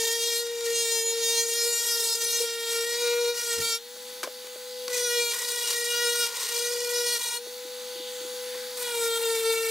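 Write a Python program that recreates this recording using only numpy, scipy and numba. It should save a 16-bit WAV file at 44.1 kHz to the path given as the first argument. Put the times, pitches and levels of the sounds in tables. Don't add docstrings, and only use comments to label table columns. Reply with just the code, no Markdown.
import sys
import numpy as np
from scipy import signal
from scipy.io import wavfile
from scipy.ndimage import uniform_filter1d, minimum_filter1d
from numba import njit

SR = 44100
rng = np.random.default_rng(int(sys.argv[2]) if len(sys.argv) > 2 else 0)


def how_loud(loudness_db):
    steps = np.asarray(loudness_db, float) / 20
    return 10 ** steps


def master(y):
    cut = np.clip(np.atleast_2d(y).T, -1, 1)
    pcm = np.round(cut * 32767)
    wavfile.write(sys.argv[1], SR, pcm.astype(np.int16))


N = 427769
HOP = 128
FRAMES = N // HOP + 8

# start_s, end_s
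TOUCHES = [
    (-.1, 3.78),
    (4.875, 7.39),
    (8.75, 9.8),
]
# time_s, orbit_hz
SPEED = [
    [(0, 457.3), (.17, 464), (.47, 470.4), (.91, 462.3), (1.01, 455.6), (1.07, 461), (1.5, 464.2),
     (1.72, 471)],
    [(1.73, 469), (1.87, 470.3), (2.07, 460), (2.35, 468), (2.67, 463), (2.83, 465.4), (2.99, 476.6),
     (3.39, 475.2), (3.64, 461.5), (3.775, 460)],
    [(4.87, 499), (5.0, 486.7), (5.27, 473.2), (5.41, 483), (5.77, 473), (5.91, 477.8), (6.51, 472.7),
     (6.8, 483), (7.38, 477)],
    [(8.75, 498), (8.97, 468.4), (9.05, 462.3), (9.23, 461), (9.37, 453), (9.7, 453.7)],
]
# start_s, rasp_db, pad_hum_db, loose_grit_db (against the rasp), board_ring_hz
NEAR_END = [(0, -28, -33, -8.5, 3400), (.09, -28.5, -35, -12.5, 3280), (.3, -27, -35.5, -15, 4220),
            (0.419, -38.5, -33.5, -9, 3730), (.64, -33, -31, -7.5, 1870), (0.739, -26.5, -34, -20.5, 7000),
            (1.13, -34, -31, -9, 6870), (1.228, -25, -34, -23.5, 6800), (1.42, -27.5, -34.5, -12, 5110),
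            (1.52, -27, -37, -13.5, 5000), (1.68, -28, -43.5, -14, 5110), (1.759, -28, -42, -12.5, 5470),
            (1.97, -28, -40, -10.5, 4700), (2.28, -27.5, -39, -9, 5100), (2.44, -33.5, -37, -11.5, 1860),
            (2.691, -29.5, -34.5, -11.5, 5600), (2.84, -32, -34.5, -12.5, 1857),
            (2.95, -32.5, -34, -10, 3720), (3.02, -29, -27, -16.5, 3780), (3.12, -33, -26.5, -16, 3790),
            (3.24, -31.5, -26.5, -14, 3750), (3.33, -31, -39.5, -9.5, 5650), (3.5, -28, -34.5, -12, 1830),
            (3.64, -28.5, -42, -15, 5530)]
FAR_END = [(4.88, -32, -32.5, 1, 1950), (4.94, -29, -31.5, -6.5, 5240), (5.04, -26.5, -33.5, -18.5, 4340),
           (5.14, -28, -38.5, -17, 4170), (5.316, -33.5, -45.5, -2, 1877), (5.45, -32, -41, -5, 2410),
           (5.62, -30.5, -43.5, -5, 2830), (5.75, -30.5, -36.5, -7, 1900), (5.89, -27, -36.5, -14, 1451),
           (6.256, -34.5, -47, -2, 962), (6.53, -29.5, -35, -5, 6100), (6.6, -31, -34.5, -9, 6170),
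           (6.7, -33, -33, -4, 5000), (6.92, -30, -31, -7.5, 5510), (7.07, -27.5, -39, -11, 4300),
           (7.172, -31.5, -47.5, -6.5, 4105)]
FACE = [
    (8.75, -43, -37.5, 14, 1487),
    (8.82, -34, -37.5, -7.5, 1170),
    (8.94, -31.5, -31, -10, 3710),
    (9.03, -30, -32, -9, 3700),
    (9.23, -30.5, -29.5, -8, 7800),
    (9.385, -35.5, -30.5, -6, 3650),
    (9.45, -28.5, -24.5, -14.5, 3860),
    (9.53, -32, -30, -5.5, 2255),
]
STROKES = NEAR_END + FAR_END + FACE
# start_s, boom_db, sizzle_db, low_grit_db
HOLDS = [(0, -5.5, -2.5, -3), (.42, -4, -3.5, 3), (.74, -7, -4.5, 4.5), (1.4, -2, 1, -7),
         (1.97, -4, 0.5, -9), (2.42, -0.5, 0, 3), (3.02, 3.5, -3.5, 2), (3.33, 0, -0.5, 0),
         (4.88, 2, -1, 0), (5.32, 2, 0, 1.5), (5.44, 0.5, -1, -5), (5.66, -1.5, -2.5, 2),
         (5.75, -2, -1.5, -1.5), (5.89, 2, -1.5, -3.5), (6.27, -0.5, -2.5, 1.5), (6.55, 0.5, -1.5, -4.5),
         (7.0, 0, 0, -7), (7.2, -0.5, 0, -3.5), (8.75, 4, 8, 3)]
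# time_s, level_db
SLIPS = [(.18, -2.5), (.53, -1), (1.05, -6), (1.46, -4.5), (2.181, -5.5), (2.58, -1.5), (3.335, -6.5),
         (3.59, -5.5), (4.9, -9), (6.315, -3.5), (6.87, -1.5), (7.19, -5), (9.2, -3.5)]
# time_s, level_db
DIGS = [
    (.35, 1.5),
    (1.93, 1),
    (2.33, 1.5),
    (5.31, 1.5),
    (6.25, 1.5),
    (7.165, 2),
]
# time_s, level_db
BURSTS = [(.285, 7), (1.2, 3), (1.47, 2), (1.57, -5), (1.64, 4), (1.74, -6), (1.855, 8), (1.93, -4),
          (2.0, 4), (2.07, 1.5), (2.245, 3), (2.3, -2), (2.37, -2), (2.41, 3.5), (3.61, 5.5), (5.335, 3),
          (5.71, 2.5), (6.275, 2), (7.18, 5), (9.12, -4), (9.21, 6), (9.34, -6), (9.535, 3), (9.6, -5)]
# time_s, hum_db
HUM_GAPS = [
    (1.79, -9),
    (3.41, -22),
    (2.14, -7),
    (6.36, -12),
    (6.48, -3.5),
    (7.23, -18),
    (7.31, -17),
]
# time_s, hum_db
HUM_SWELLS = [
    (.7, 3),
    (1.98, 2.5),
    (1.69, 10),
    (2.8, 3),
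    (5.19, 10),
    (6.08, 6),
    (9.07, 3),
    (9.29, 2),
]
# start_s, end_s, depth_db
ROCKING = [
    (2.936, 3.32, -11),
]
# start_s, end_s, orbit_multiple,
# level_db
GRIPS = [(0, 0.197, 2, 7.5), (0, 0.2, 4, 6), (0, 0.197, 9, -6), (0, 0.2, 15, 6.0), (0, 0.42, 3, -6),
         (0.581, 0.742, 15, 8), (0.422, 0.717, 9, -5.5), (0.75, 0.923, 3, -5), (0.737, 0.918, 4, 4),
         (0.74, 0.917, 6, 4), (0.74, 0.92, 10, -5.0), (0.74, 0.922, 14, 6), (0.74, 0.92, 18, 7),
         (0.74, 0.92, 22, -9), (0.742, 1.13, 19, 4.5), (0.922, 1.13, 2, 8), (0.914, 1.13, 3, -7),
         (0.92, 1.13, 8, -3), (0.92, 1.13, 12, -5), (0.92, 1.13, 10, -11), (0.916, 1.13, 15, 7.5),
         (1.223, 1.416, 2, 6), (1.225, 1.427, 3, -10), (1.228, 1.42, 17, -6), (1.42, 1.58, 14, 7),
         (1.228, 1.42, 16, -8), (1.228, 1.423, 22, -11), (1.228, 1.583, 19, 3), (1.418, 1.579, 15, 9),
         (1.42, 1.58, 9, 6.5), (1.58, 1.76, 9, 4), (1.58, 1.762, 7, -4.0), (1.58, 1.76, 15, 6),
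         (1.758, 1.971, 25, 8), (1.97, 2.159, 2, 3.5), (1.97, 2.16, 5, -4), (1.972, 2.161, 11, 5),
         (1.968, 2.163, 12, 3), (1.97, 2.16, 17, 5.0), (1.97, 2.42, 10, -4), (2.2, 2.418, 13, 6),
         (0.42, 0.74, 18, -6), (0.58, 0.74, 11, -6), (2.44, 2.687, 4, -5), (2.44, 2.69, 7, 4.5),
         (2.44, 2.69, 8, 4), (2.44, 2.69, 14, -10), (2.691, 2.97, 17, 5),
         (2.8, 3.33, 2, 1.5), (3.006, 3.33, 4, -9.5), (2.8, 3.33, 5, 2.5), (3.0, 3.33, 7, -4.5),
                (3.2, 3.33, 9, 3), (3.12, 3.33, 6, -5), (3.35, 3.6, 4, -2), (4.92, 5.06, 4, 6),
                (3.35, 3.6, 17, 4.5), (3.35, 3.6, 19, 2), (3.621, 3.79, 3, 3.5), (3.62, 3.79, 4, -9.5),
                (3.62, 3.79, 8, 2.5), (3.621, 3.79, 10, 4), (3.62, 3.79, 11, -5), (3.62, 3.79, 12, 2.5),
                (3.62, 3.5, 14, -4), (3.62, 3.79, 23, 4.5), (4.92, 5.065, 6, -8), (4.92, 5.063, 12, 8.5),
                (4.92, 5.2, 13, 3), (5.06, 5.2, 10, -12), (5.061, 5.2, 16, -8.5), (5.06, 5.2, 25, 8),
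                (5.212, 5.324, 4, -15), (5.197, 5.32, 5, 5.5), (5.44, 5.616, 5, -3), (5.436, 5.62, 8, 4.0),
                (5.32, 5.62, 14, -13), (5.44, 5.89, 20, 5), (5.44, 6.255, 18, 6), (5.2, 5.32, 18, 6.5),
                (5.62, 5.75, 10, -7), (5.62, 5.75, 4, 2), (5.62, 6.05, 19, 2), (5.89, 6.05, 6, 4),
                (6.05, 6.255, 11, 4), (6.048, 6.255, 4, -4),
         (6.4, 6.699, 18, 7), (6.7, 6.921, 8, -9), (6.4, 6.547, 13, 6), (6.4, 6.55, 6, 4),
              (6.92, 7.19, 14, -4.5), (7.07, 7.186, 7, 7.5), (7.19, 7.39, 2, 9), (7.19, 7.391, 10, -7),
              (7.191, 7.39, 18, 8), (8.995, 9.2, 3, 5), (9.004, 9.199, 6, -4), (8.996, 9.198, 17, 5.5),
              (9.231, 9.399, 7, -5), (9.243, 9.399, 8, 4.5), (9.4, 9.7, 15, -5), (9.23, 9.4, 23, -7.5),
              (9.44, 9.7, 7, -8.0), (9.55, 9.7, 2, -8), (9.549, 9.7, 23, -7.0)]
# orbit_multiple, level_db
ON_EDGE = [(2, -14), (3, -4.5), (4, -1.5), (5, -3.5), (7, -2), (8, 0.5), (12, 0), (20, -4), (35, -14)]
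# orbit_multiple, level_db
ON_FACE = [(2, -12), (3, -7), (4, -9.5), (6, -3), (8, 0), (14, -9), (17, -7.5), (35, -27)]
# frequency_hz, density_db
SCRATCH = [(400, -35), (700, -27.5), (1100, -17.5), (1650, -17.5), (2100, -11.5), (2650, -13), (3300, -7.5),
           (4200, -2.5), (6500, -2.5), (9400, -1), (10200, -13), (12000, -5), (16000, -14.5)]
# time_s, level_db, brightness_db, ring_t60_s
KNOCKS = [(3.96, -40, -29, 0.059), (4.2312, -17.5, -1, 0.05), (4.2366, -17.5, 2, 0.07),
          (4.244, -26, 0, 0.13), (4.2735, -25, -34, 0.054), (4.298, -46, -20, 0.058),
          (4.443, -38, -26, 0.033), (4.469, -29, 4, 0.044), (4.558, -33, -15, 0.048),
          (4.8799, -19.5, 8.5, 0.054), (7.463, -38, -17, 0.059), (8.548, -35, -9, 0.06)]
# frequency_hz, width_hz, level_db
BOARD = [(510, 110, 9.5), (1060, 140, 9), (1410, 230, 4), (2264, 230, 5), (4300, 2400, 10), (5914, 940, -9),
         (8920, 3430, -12)]
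# time_s, peak_db, pitch_hz
BUMPS = [
    (7.463, -37, 380),
    (7.642, -33, 318),
    (7.95, -33, 331.4),
    (7.991, -33, 335),
    (8.205, -33, 320.6),
    (8.236, -28, 318),
    (8.325, -38, 410),
    (8.46, -39, 400),
    (8.549, -36, 405),
]
# time_s, peak_db, pitch_hz
JOLTS = [
    (2.4, -9.5, 470),
    (2.432, -13.5, 472),
]
# time_s, fan_db, pad_hum_db
FAN = [(0, -44.5, -21), (3.76, -43.5, -49), (3.83, -42.5, -48), (4.1, -38.5, -44.5), (4.3, -40.5, -46),
       (4.6, -40, -43.5), (4.85, -37.5, -37), (5.0, -44, -36), (7.38, -43, -40), (7.46, -39, -42.5),
       (7.7, -39, -40.5), (8, -36.5, -40), (8.55, -36, -37), (8.72, -36.5, -40.5), (9.7, -43.5, -38)]
# orbit_multiple, level_db (against the fan)
WHINE = [(2, -24), (3, -24.5), (4, -24), (7, -17.5), (7.68, -17.5), (8, -26), (8.125, -20.5), (9, -12.5),
         (9.125, -19), (12.83, -19), (13.55, -25), (18, -31), (30.73, -21)]
# frequency_hz, density_db
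AIR = [(30, -22), (130, -25.5), (240, -8.5), (420, -9.5), (650, -8.5), (1000, -8), (1500, -2), (2500, -3.5),
       (3600, 3), (4500, -1), (5200, -0.5), (9000, -3), (16000, -7.5)]
# time_s, level_db, centre_hz
GUSTS = [
    (8.02, 7, 3600),
    (8.18, 1, 7600),
    (8.53, 5, 2400),
    (8.6, 0, 8100),
    (4.75, 6, 4900),
]
# frequency_hz, level_db
SHOP = [
    (236, -66),
    (823.5, -58),
    (1276, -75),
    (1776, -79),
]
# time_s, level_db
PUFF = [
    (3.56, -67),
    (3.588, -42),
    (3.802, -84),
    (3.84, -79),
]
# frequency_hz, density_db
PUFF_COLOUR = [(12, -44), (20, -14), (49, -1), (130, -2), (225, -3), (399, -10), (420, -10), (550, -35),
               (920, -120)]
# frequency_hz, side_against_mid_db
SIDE_DB = [(300, -27), (1500, -13), (5000, -13), (9000, -7.5), (14000, -5.5)]
# frequency_hz, left_minus_right_db
LEAN = [(60, 2.5), (400, 2.3), (1400, .8), (3000, .2), (6000, .5), (10000, 1.5)]

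PORTS = -0.64
UNLIKE = np.sqrt(1 - PORTS ** 2)
CHANGE_S, SNAP_S, HUM_CHANGE_S = 0.026, 0.024, 0.024
SLIP_S, BURST_S, GAP_S, SWELL_S, HOOK_S = 0.025, 0.027, 0.013, 0.054, 0.013
LAND_S, LIFT_S, SPIN_UP_S = 0.027, 0.047, 0.09


def rasp(turns):
    t = np.arange(N) / SR
    level, _, _, grit = touch(t)

    def scratch_db(hz, t):
        flap = 11 * np.exp(-((hz - 1030) / 100) ** 2)
        flap_db = flap * (.25 + .75 * (t > 5.3) * (t < 7.5))
        low_db = steps(HOLDS, t, CHANGE_S)[2] / (1 + (hz / 3300) ** 6)
        return read(SCRATCH, hz) + tilt(hz, t) + flap_db + low_db

    scratch = noise(scratch_db, size=512)
    clumps_db = sum(db * drift(1, rate_hz)[0].real for db, rate_hz in [(2.64, 110), (2.46, 40), (1.8, 4.4)])
    once_an_orbit = 1 + 0.17 * np.cos(2 * np.pi * turns)
    scratch *= evened(once_an_orbit * how_loud(unframe(clumps_db)))
    blows = strikes(turns)
    rocking = sum(how_loud(db) * (t > s) * (t < end) for s, end, db in ROCKING)
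    rocking = rocking * unframe(1 + 0.77 * drift(1, 27)[0])
    upper = signal.sosfilt(signal.butter(4, 1300, "high", fs=SR, output="sos"), blows)
    blows = blows + upper * (uniform_filter1d(rocking.real, size=900) * np.cos(np.pi * turns))
    return blows + how_loud(3.5) * level * grit * scratch


def strikes(turns):
    t, k = np.arange(FRAMES) * HOP / SR, np.arange(1, 36)[:, None]
    count = len(k)
    level, _, _, grit = touch(t)
    hz = k * speed(t)
    size = how_loud(colour(k, hz, t) + tilt(hz, t)) * (k > 1)
    size *= level * np.sqrt((1 - 0.63 * grit ** 2) * 2 / (size ** 2).sum(0))
    size *= how_loud(0.49 * np.sqrt(2) * drift(1, 37.0).real)
    patches = evened(uniform_filter1d(drift(count, 8.0).real, size=5, axis=0))
    size *= how_loud(np.clip(k / 12, 0, 1) * 1.39 * patches)
    size[1] *= 1 + 1.1 * grit
    size[0] = np.sqrt(2) * how_loud(hum(t))

    fade = 0.36
    fading = 1 + fade * drift(count, 4.64) + .3 * drift(count, 15.5)
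    steady = np.where(k > 1, fading / np.sqrt(1 + fade ** 2), 1)
    loose = np.clip(1.96 * grit * (level > 0), 0, .99)
    loose = loose * np.clip(0.32 + k / 14, 0, .85)
    loose[1] = np.clip(1.28 * grit, 0, .99)
    loose[0] = np.clip(0.017 + how_loud(-12.5) * grit * level / size[0], 0, .95)
    wander = np.sqrt(1 - loose ** 2) * steady + loose * drift(count, 55.8)

    scatter = 1.7 * rng.standard_normal(k.shape)
    slip = (0.19 * (0.29 + grit)) * (k - .7) * drift(1, 30.2).real
    delay = np.exp(1j * (scatter + slip))
    delay *= np.exp(.25j * k * drift(1, 9.2).real * (level > 0))
    side = np.where(k > 1, 1j * PORTS * wander + UNLIKE * drift(count, 6.0), .5 * wander)
    parts = pair(wander, side, hz) * size * delay
    return stack(np.ascontiguousarray(parts.transpose(0, 2, 1)), np.exp(2j * np.pi * turns), HOP)


def touch(t):
    at = np.arange(FRAMES) * HOP / SR
    rasp_db = steps(STROKES, at, CHANGE_S)[0]
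    grit_db = steps(STROKES, at, SNAP_S)[2]
    skip_db = bumps(SLIPS + DIGS, at, SLIP_S)
    boom_db, sizzle_db, _ = steps(HOLDS, at, CHANGE_S)
    boom_db = boom_db - 0.4 * (rasp_db + skip_db + 24)
    grit_db = grit_db + bumps(BURSTS, at, BURST_S) - 0.45 * skip_db - 0.95 * bumps(DIGS, at, SWELL_S)
    level = contact(at) * how_loud(rasp_db + skip_db)
    parts = level, boom_db, sizzle_db, np.clip(how_loud(grit_db), 0, .99)
    return [np.interp(t, at, p) for p in parts]


def contact(t):
    return sum(np.clip(np.minimum((t - s) / LAND_S, (end - t) / LIFT_S + .5), 0, 1) ** 2 for s, end in TOUCHES)


def speed(t):
    hz = follow(sum(SPEED, []), t)[0]
    for before, after in zip(SPEED, SPEED[1:]):
        (lift, loaded), (land, free) = before[-1], after[0]
        run_up = free - (free - loaded) * np.exp(-abs(t - lift) / SPIN_UP_S)
        hz = np.where((t > lift) & (t < land), run_up, hz)
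    return hz - 7 * bumps(DIGS[3:], t, HOOK_S)


def tilt(hz, t):
    _, boom_db, sizzle_db, _ = touch(t)
    notch_db = -4.5 * np.exp(-((hz - 7730) / 120) ** 2) * (t < FACE[0][0])
    return notch_db + boom_db / (1 + (hz / 2800) ** 6) + sizzle_db / (1 + (7000 / (hz + 1)) ** 8)


def colour(k, hz, t):
    rows = np.array(STROKES)
    ring_hz = rows[np.maximum(np.searchsorted(rows[:, 0], t, "right") - 1, 0), -1]
    grips = GRIPS
    grip_db = sum(db * (k == round(order)) * (t >= s) * (t < end) for s, end, order, db in grips)
    ring_db = 4.5 * np.exp(-((hz - ring_hz) / 330) ** 2)
    blow_db = np.where(t < FACE[0][0], read(ON_EDGE, k), read(ON_FACE, k))
    return blow_db + uniform_filter1d(grip_db + ring_db, size=9, axis=1)


def hum(t):
    on = contact(t)
    pressed_db = steps(STROKES, t, HUM_CHANGE_S)[1]
    pressed_db = pressed_db + bumps(HUM_GAPS, t, GAP_S) + bumps(HUM_SWELLS, t, SWELL_S)
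    return on * pressed_db + (1 - on) * follow(FAN, t)[1]


def board():
    out, t = np.zeros(N), np.arange(6000) / SR
    for s, db, bright_db, t60 in KNOCKS:
        cracks, ring = rng.standard_normal(len(t)), 0
        for hz, width, mode_db in BOARD:
            band = signal.lfilter(*signal.iirpeak(hz, hz / width, SR), cracks)
            decay_db = 60 * t / t60 * (hz / 460) ** 0.37
            ring = ring + evened(band) * how_loud(mode_db + bright_db * np.log2(hz / 460) / 2 - decay_db)
        out[round(s * SR):][:len(t)] += how_loud(db) * 1.07 * ring / abs(ring).max()
    for s, db, hz in BUMPS:
        peak = signal.iirpeak(hz, 2.5, SR)
        thud = evened(signal.lfilter(*peak, signal.lfilter(*peak, rng.standard_normal(len(t)))))
        out[round(s * SR):][:len(t)] += how_loud(db - 9.5 - 60 * t / 0.1) * thud * np.minimum(t / 0.01, 1)
    for s, db, hz in JOLTS:
        ring = how_loud(db - 60 * t / 0.089) * np.sin(2 * np.pi * hz * t)
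        out[round(s * SR):][:len(t)] += ring * np.minimum(t / 0.017, 1) * 0.54
    out = signal.sosfilt(signal.butter(3, 260, "high", fs=SR, output="sos"), out)
    return out * how_loud([[.8], [-.8]])


def motor(turns):
    t = np.arange(N) / SR
    fan, tones = how_loud(follow(FAN, t)[0]), np.zeros((2, N))
    for (order, db), waver in zip(WHINE, drift(len(WHINE), 9.9)):
        line = how_loud(db) * unframe(1 + .28 * waver) * np.exp(2j * np.pi * order * turns)
        tones += pair(line.real, line.imag, order * 490)
    for hz, db in SHOP:
        tones += how_loud(db + 37.5) * np.cos(2 * np.pi * (hz * t + rng.random()))
    patches = uniform_filter1d(rng.standard_normal((N // 256 + 5, 513)), size=45, axis=0)
    patches_db = 1.4 * evened(uniform_filter1d(patches, size=24, axis=1)).T

    def air_db(hz, t):
        gusts_db = sum(db * np.exp(-((t - s) / 0.086) ** 2 - ((hz - at_hz) / 950) ** 2) for s, db, at_hz in GUSTS)
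        return read(AIR, hz) + gusts_db + patches_db

    return fan * (np.sqrt(2) * tones + how_loud(-3.5) * noise(air_db, size=1024))


def wind():
    t = np.arange(N) / SR
    gust = how_loud(follow(PUFF, t)[0]) * (t > PUFF[0][0]) * (t < PUFF[-1][0])
    return gust * noise(lambda hz, t: read(PUFF_COLOUR, hz), size=2048)


def noise(colour_db, size):
    count, hz = N * 4 // size + 5, np.fft.rfftfreq(size, 1 / SR)[:, None]
    a, b, c, d = rng.standard_normal((count, len(hz), 4)).T
    gain = how_loud(colour_db(hz, np.arange(count) * size / 4 / SR)) * np.ones(count)
    gain = gain / np.sqrt((gain ** 2).mean(0))
    mid = a + 1j * b
    spectrum = pair(mid, 1j * PORTS * mid + UNLIKE * (c + 1j * d), hz) * gain
    return evened(signal.istft(spectrum, nperseg=size, noverlap=size * 3 // 4)[1][:, :N])


@njit
def stack(parts, turn, hop):
    out = np.zeros((2, len(turn)))
    for i in range(len(turn)):
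        frame, share, wheel = i // hop, (i % hop) / hop, 1 + 0j
        for k in range(parts.shape[2]):
            wheel *= turn[i]
            for c in range(2):
                height = (1 - share) * parts[c, frame, k] + share * parts[c, frame + 1, k]
                out[c, i] += (height * wheel).real
    return out


def pair(mid, side, hz):
    side, lean = how_loud(read(SIDE_DB, hz)) * side, how_loud(read(LEAN, hz) / 2)
    return np.array([(mid + side) * lean, (mid - side) / lean])


def drift(count, rate_hz):
    z = rng.standard_normal((FRAMES, count)) + 1j * rng.standard_normal((FRAMES, count))
    low = signal.butter(3, min(rate_hz * 2 * HOP / SR, .9), output="sos")
    return evened(signal.sosfilt(low, z, axis=0)).T


def unframe(x):
    return np.interp(np.arange(N) / HOP, np.arange(FRAMES), x)


def steps(rows, t, change_s):
    rows = np.array(rows)
    over = .5 + .5 * np.tanh((t[:, None] - rows[1:, 0]) / change_s)
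    return (rows[0, 1:] + over @ np.diff(rows[:, 1:], axis=0)).T


def bumps(rows, t, width_s):
    return sum(db * np.exp(-((t - s) / width_s) ** 2) for s, db in rows)


def follow(rows, t):
    s, *columns = np.transpose(rows)
    return [np.interp(t, s, c) for c in columns]


def read(points, hz):
    f, value = np.transpose(points)
    return np.interp(np.log(hz + 1), np.log(f + 1), value)


def evened(x):
    return x / np.sqrt(np.mean(abs(x) ** 2) + 1e-20)


def starve(x, under_db, by_db):
    edges = np.r_[0:40:4, 40:160:6, 160:1025:10]
    z = signal.stft(x, nperseg=2048, noverlap=1536)[2]
    top_db = 10 * np.log10(np.maximum.reduceat(abs(z).mean(0) ** 2, edges, axis=0) + 1e-20)
    near_db = -minimum_filter1d(-top_db, size=9, axis=0)
    extra_db = 15 * (edges < 40) + 6 * (edges < 62) - 2 * (edges < 156)
    masked = near_db - top_db > under_db + extra_db[:, None]
    masked[:7] = False
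    gain = np.repeat(how_loud(-by_db * masked), np.diff(np.r_[edges, 1025]), axis=0)
    return signal.istft(z * gain, nperseg=2048, noverlap=1536)[1][:, :N]


def scene():
    turns = np.cumsum(speed(np.arange(N) / SR)) / SR
    return rasp(turns) + board() + motor(turns) + wind()


def top_cut(x):
    return signal.sosfilt(signal.butter(12, 16590, fs=SR, output="sos"), x)


def record(dry):
    edge = signal.firwin(767, 15760, window=("kaiser", 9), fs=SR)
    lean = starve(dry, under_db=27.0, by_db=22)
    mix = signal.oaconvolve(lean, edge[None], "same")
    return top_cut(mix)


dry = scene()
out = record(dry)
master(out)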